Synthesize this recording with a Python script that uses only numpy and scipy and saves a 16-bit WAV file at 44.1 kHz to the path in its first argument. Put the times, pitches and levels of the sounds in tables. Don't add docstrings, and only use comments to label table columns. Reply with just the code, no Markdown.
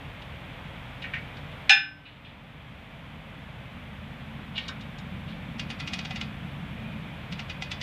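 import sys
import numpy as np
from scipy import signal
from scipy.fft import rfft, irfft, next_fast_len
from scipy.io import wavfile
from scipy.ndimage import uniform_filter1d

SR = 44100
rng = np.random.default_rng(int(sys.argv[2]) if len(sys.argv) > 2 else 0)


def to_wav(s):
    ch = np.atleast_2d(s).T
    pcm = np.round(np.clip(ch, -1, 1) * 32767)
    wavfile.write(sys.argv[1], SR, pcm.astype(np.int16))


N = 344862

# (pitch [Hz], relative level [dB], time to fade by 60 dB [s])
STEEL_TONES = [(290, -53, 2.22), (778, -28, 0.15), (802, -30, 0.3), (850, -33, 0.19), (1389, -43, 0.45),
               (1508, -26, 0.35), (1523, -28, 0.41), (1543, -25, 0.51), (1739, -17, 0.32),
               (1765, -27, 0.24), (2341, -28, 0.33), (2428, -14.5, 0.28), (2455, -21.5, 0.3),
               (2498, -25, 0.31), (2632, -22, 0.26), (2668, -19, 0.24), (2695, -23, 0.24),
               (2726, -24, 0.24), (2834, -25, 0.31), (2923, -27, 0.27), (3295, -30, 0.28), (3381, -31, 0.3),
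               (3604, -20.5, 0.25), (3622, -23.5, 0.24), (4011, -31, 0.27), (4045, -33, 0.24),
               (4721, -39, 0.2), (5157, -21.5, 0.31), (5970, -48, 0.27), (6455, -37, 0.15)]
# (pitch [Hz], relative level [dB per Hz])
FRAME_COLOUR = [(300, -33), (600, -26), (780, -11), (1100, -20.5), (1600, -2.5), (2150, -4.5), (2800, 4),
                (3200, -3), (4000, -3.5), (4400, -11.5), (6700, -15), (7500, -24), (8700, -28),
                (10500, -44), (15000, -58)]
# (pitch [Hz], fade time [s])
FRAME_FADES = [(300, 0.25), (1000, 0.25), (2700, 0.3), (4500, 0.18), (7000, 0.15), (14000, 0.12)]

def clank():
    t, out = np.arange(2 * SR) / SR, np.zeros(N)
    early, slam_s = t[:SR // 2], 1.694
    _, tones = weak_tones(FRAME_COLOUR, FRAME_FADES, early, count=480)
    crack = noise(FRAME_COLOUR, len(early)) * blow(early, rise_s=.001, fade_s=.05)
    frame = strike(tones, 1, early, rise_s=.005)
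    steel = ringing(STEEL_TONES, t, rise_s=.015, spread_db=.1, contact=hump(2500, octaves=20))
    add(out, slam_s, from_db(-19) * crack + from_db(-15.5) * frame)
    add(out, slam_s, steel)
    return from_db(13) * out


# (time [s], level [dB])
CLINK_HITS = [(2.052, -23), (2.245, -26.5)]

def clinks():
    t, out = np.arange(SR // 2) / SR, np.zeros(N)
    rise_s, contact = .0043, hump(3700, octaves=.57)
    for s, db in CLINK_HITS:
        steel = ringing(STEEL_TONES, t, rise_s, spread_db=6, contact=contact)
        rub = noise(hump(2460, octaves=.71), len(t)) * blow(t, rise_s, fade_s=.6)
        add(out, s, from_db(db) * (steel + from_db(-20) * rub))
    soften = signal.butter(8, 4150, fs=SR, output="sos")
    return signal.sosfilt(soften, out)


# (time [s], level [dB])
PAWL_DROPS = [(5.593, -28), (5.700, -29.5), (5.798, -29.5), (5.873, -28), (5.932, -24.5), (5.987, -28.5),
              (6.048, -31), (6.106, -31.5), (6.157, -30), (6.210, -28.5), (7.321, -31.5), (7.391, -31),
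              (7.496, -31.5), (7.62, -28), (7.713, -27), (7.811, -27)]
# (pitch [Hz], relative level [dB per Hz])
SNAP_COLOUR = [(400, -40), (1300, -3), (2000, 0.5), (2700, 3.5), (3700, 1), (4200, -4), (4700, -3),
               (5800, -8), (7200, -15.5), (9000, -27), (14000, -37)]
# (pitch [Hz], relative level [dB], fade time [s])
WINCH_TONES = [(753, -3.5, 0.056), (1370, -16, 0.16), (2016, -8.5, 0.16), (2504, -14, 0.16),
               (2490, -14, 0.4), (2700, -19, 0.095), (2810, -9, .09), (2920, -9, 0.075), (3450, -15, 0.17),
               (3730, -15, 0.12), (4620, -19, 0.16), (4770, -35, 0.29), (5200, -33, 0.26),
               (4970, -43, 0.23), (5820, -17, 0.056), (6670, -28, .06), (7280, -42, .04), (8370, -32, .05),
               (9250, -31, .09)]
# (pitch [Hz], fade time [s])
WINCH_FADES = [(600, 0.2), (3000, 0.18), (5000, 0.17), (9000, 0.062)]

def ratchet():
    t, out = np.arange(SR // 4) / SR, np.zeros(N)
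    tone_hz, tones = weak_tones(SNAP_COLOUR, WINCH_FADES, t, count=200)
    rise_s, lead_in_s = .0042, .02
    usual_db = np.mean(PAWL_DROPS, axis=0)[1]
    swell = np.linspace(0, 1, round(lead_in_s * SR))
    for s, db in PAWL_DROPS:
        contact = hump(3220 * 2 ** (.16 * (db - usual_db)), octaves=1.9)
        bounce_s = .0072 * rng.uniform(.25, 1.72)
        drop = blow(t, rise_s, fade_s=.037)
        bounce = from_db(-4.5) * blow(t - bounce_s, rise_s=.00068, fade_s=.018)
        echoes = from_db(-15) * blow(t, rise_s=.012, fade_s=.16)
        colour = [(hz, level + at_hz(contact, hz)) for hz, level in SNAP_COLOUR]
        snap = noise(colour, len(t)) * np.hypot(drop + bounce, echoes)
        shimmer = strike(tones, from_db(at_hz(contact, tone_hz)), t, rise_s)
        winch = ringing(WINCH_TONES, t, rise_s, spread_db=5, contact=contact)
        lead_in = noise(SNAP_COLOUR, len(swell)) * swell
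        click = from_db(-5) * snap + from_db(-10) * shimmer + from_db(-4) * winch
        add(out, s + rise_s - lead_in_s, from_db(db - 16.5) * lead_in)
        add(out, s, from_db(db) * click)
    return out


# (time [s], level [dB], pitch [Hz])
LATCH_KNOCKS = [(0.216, -47.5, 3250), (1.018, -38, 2940), (1.038, -34.5, 2160), (1.134, -28.5, 2080),
                (1.366, -47, 3400), (4.575, -27, 2740), (4.679, -30.5, 3750), (4.688, -38, 1410),
                (4.807, -45, 3800), (4.982, -45, 4200)]
# (time [s], level [dB])
LATCH_SLIDES = [(4.548, -34.5), (4.62, -44), (5.271, -46)]

def latch_rattle():
    out = np.zeros(N)
    for s, db, hz in LATCH_KNOCKS:
        fade_s = .26 * min(2120 / hz, 1) ** 2.2
        add(out, s, from_db(db) * latch_touch(hump(hz, octaves=.44), rise_s=.005, fade_s=fade_s))
    for s, db in LATCH_SLIDES:
        add(out, s, from_db(db) * latch_touch(hump(3200, octaves=.34), rise_s=.019, fade_s=.34))
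    soften = signal.butter(2, 9000, fs=SR, output="sos")
    return signal.sosfilt(soften, out)


# (pitch [Hz], relative level [dB], fade time [s])
LATCH_TONES = [(1070, 1, 0.1), (1533, -6, .25), (1850, -4.5, 0.22), (2000, -23, .18), (2315, -3, 0.11),
               (2270, -12, 0.58), (2490, -4, 0.076), (2845, -0.5, 0.083), (2990, -10, 0.097),
               (3730, -5.5, 0.11), (3950, -12, 0.1), (5340, -11, .14), (5900, -16, .07), (6800, -1, 0.095),
               (8460, 3, .06)]

def latch_touch(contact, rise_s, fade_s):
    t = np.arange(SR // 3) / SR
    bump = noise(contact, len(t)) * blow(t, rise_s, fade_s)
    return from_db(-3) * bump + ringing(LATCH_TONES, t, rise_s, spread_db=1.5, contact=contact)


# (time [s], level [dB])
CRANK_SQUEAKS = [(6.87, -48.5), (7.13, -53)]

def crank_squeak():
    t, swell_s = np.arange(N) / SR, .06
    swell = sum(from_db(db) * np.exp(-.5 * ((t - s) / swell_s) ** 2) for s, db in CRANK_SQUEAKS)
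    pitch_hz = 2460 + 18 * noise([(1, -4), (30, -2.5), (200, -38.5)], N)
    return swell * np.sin(2 * np.pi * np.cumsum(pitch_hz) / SR)


# (pitch [Hz], relative level [dB per Hz])
RUMBLE_COLOUR = [(20, -35), (35, -14), (48, -14), (60, -8.5), (76, 1.5), (100, -3.5), (145, 2.5),
                 (200, -12.5), (270, -9), (350, -23.5), (600, -54)]
# (pitch [Hz], relative level [dB])
ENGINE_HUMS = [(48, -48.5), (74, -57), (141, -53.5)]

def idling_engine():
    hums = 0
    for hz, db in ENGINE_HUMS:
        pitch_hz = hz + 2.98 * noise([(1, -.5), (6, -5), (30, -49.5)], N)
        hums += from_db(db) * np.sin(2 * np.pi * np.cumsum(pitch_hz) / SR)
    return from_db(-43.5) * noise(RUMBLE_COLOUR, N) + from_db(-2.5) * hums


def passing_vehicle():
    t = np.arange(N) / SR
    nearest_s, nearest_m, speed_m_per_s = 6.35, 13, 11
    drone_hz, sound_m_per_s = 186, 343
    distance_m = np.hypot(speed_m_per_s * (t - nearest_s), nearest_m)
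    phase = 2 * np.pi * drone_hz * (t - distance_m / sound_m_per_s)
    # (rate [Hz], relative level [dB])
    throb = [(1, 1), (42, -1.5), (65, -15), (140, -19.5), (400, -84)]
    drone = noise(throb, N) * np.cos(phase) + noise(throb, N) * np.sin(phase)
    vehicle = from_db(-39.5) * drone + from_db(-45.5) * noise(RUMBLE_COLOUR, N)
    return vehicle * nearest_m / distance_m


# (pitch [Hz], relative level [dB per Hz])
TRAFFIC_COLOUR = [(100, -14.5), (380, -2.5), (550, 3.5), (800, 2), (1300, -0.5), (1800, -0.5), (2350, 1.5),
                  (2800, -2.5), (3450, -3.5), (4100, -15.5), (5000, -24), (6500, -29), (10000, -32),
                  (15500, -33.5)]

def far_traffic():
    t = np.arange(N) / SR
    crest_s, period_s = 1.55, 5.3
    level_db = -45.5 + .45 * np.cos(2 * np.pi * (t - crest_s) / period_s)
    return from_db(level_db) * noise(TRAFFIC_COLOUR, N)


def ringing(tones, t, rise_s, spread_db, contact):
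    return sum(from_db(db + at_hz(contact, hz) + spread_db * rng.standard_normal())
               * blow(t, rise_s, fade_s)
               * np.sin(2 * np.pi * (hz * t + rng.random())) for hz, db, fade_s in tones)


def weak_tones(colour, fades, t, count):
    hz = 300 + 14500 * (np.arange(count) + rng.random(count)) / count
    fade_s = at_hz(fades, hz) * from_db(rng.uniform(-2.2, 3.5, count))
    gain = from_db(at_hz(colour, hz))
    gain /= np.linalg.norm(gain)
    rate = 2j * np.pi * hz - np.log(1000) / fade_s
    return hz, gain[:, None] * np.exp(rate[:, None] * t)


def strike(tones, weights, t, rise_s):
    push = weights * (rng.standard_normal(len(tones)) + 1j * rng.standard_normal(len(tones)))
    return (push @ tones).real * np.clip(t / rise_s, 0, 1)


def blow(t, rise_s, fade_s):
    return np.clip(t / rise_s, 0, 1) * np.exp(-np.log(1000) * np.maximum(t - rise_s, 0) / fade_s)


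def noise(colour, size):
    length = next_fast_len(size)
    hz = np.maximum(np.fft.rfftfreq(length, 1 / SR), 1)
    spectrum = rfft(rng.standard_normal(length)) * from_db(at_hz(colour, hz))
    x = irfft(spectrum, length)[:size]
    return x / np.std(x)


def hump(centre_hz, octaves):
    hz = np.geomspace(20, 20000, 200)
    offset = np.log2(hz / centre_hz) / octaves
    return np.c_[hz, -60 * np.log10(1 + offset ** 2 / 4)]


def at_hz(table, hz):
    known_hz, values = np.transpose(table)
    return np.interp(np.log(hz), np.log(known_hz), values)


def from_db(db):
    return 10 ** (np.asarray(db) / 20)


def add(track, s, sound):
    start = round(s * SR)
    track[start:start + len(sound)] += sound[:N - start]


def scene():
    machine = clank() + clinks() + latch_rattle() + ratchet() + crank_squeak()
    return (machine + idling_engine() + passing_vehicle() + far_traffic())[None]


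def volume_control(x, threshold_db, recovery_s):
    power = np.maximum(uniform_filter1d(x ** 2, size=600, axis=-1), 1e-12)
    excess_db = np.maximum(10 * np.log10(power) - threshold_db, 0)
    fading = np.exp(-np.arange(N) / SR / recovery_s)
    dip_db = np.maximum.accumulate(excess_db / fading, axis=-1) * fading
    return x * from_db(-dip_db)


def record(dry):
    levelled = volume_control(dry, threshold_db=-12, recovery_s=1)
    treble_cut = signal.ellip(12, .1, 80, 15350, fs=SR, output="sos")
    return signal.sosfilt(treble_cut, levelled)


dry = scene()
out = record(dry)
to_wav(out)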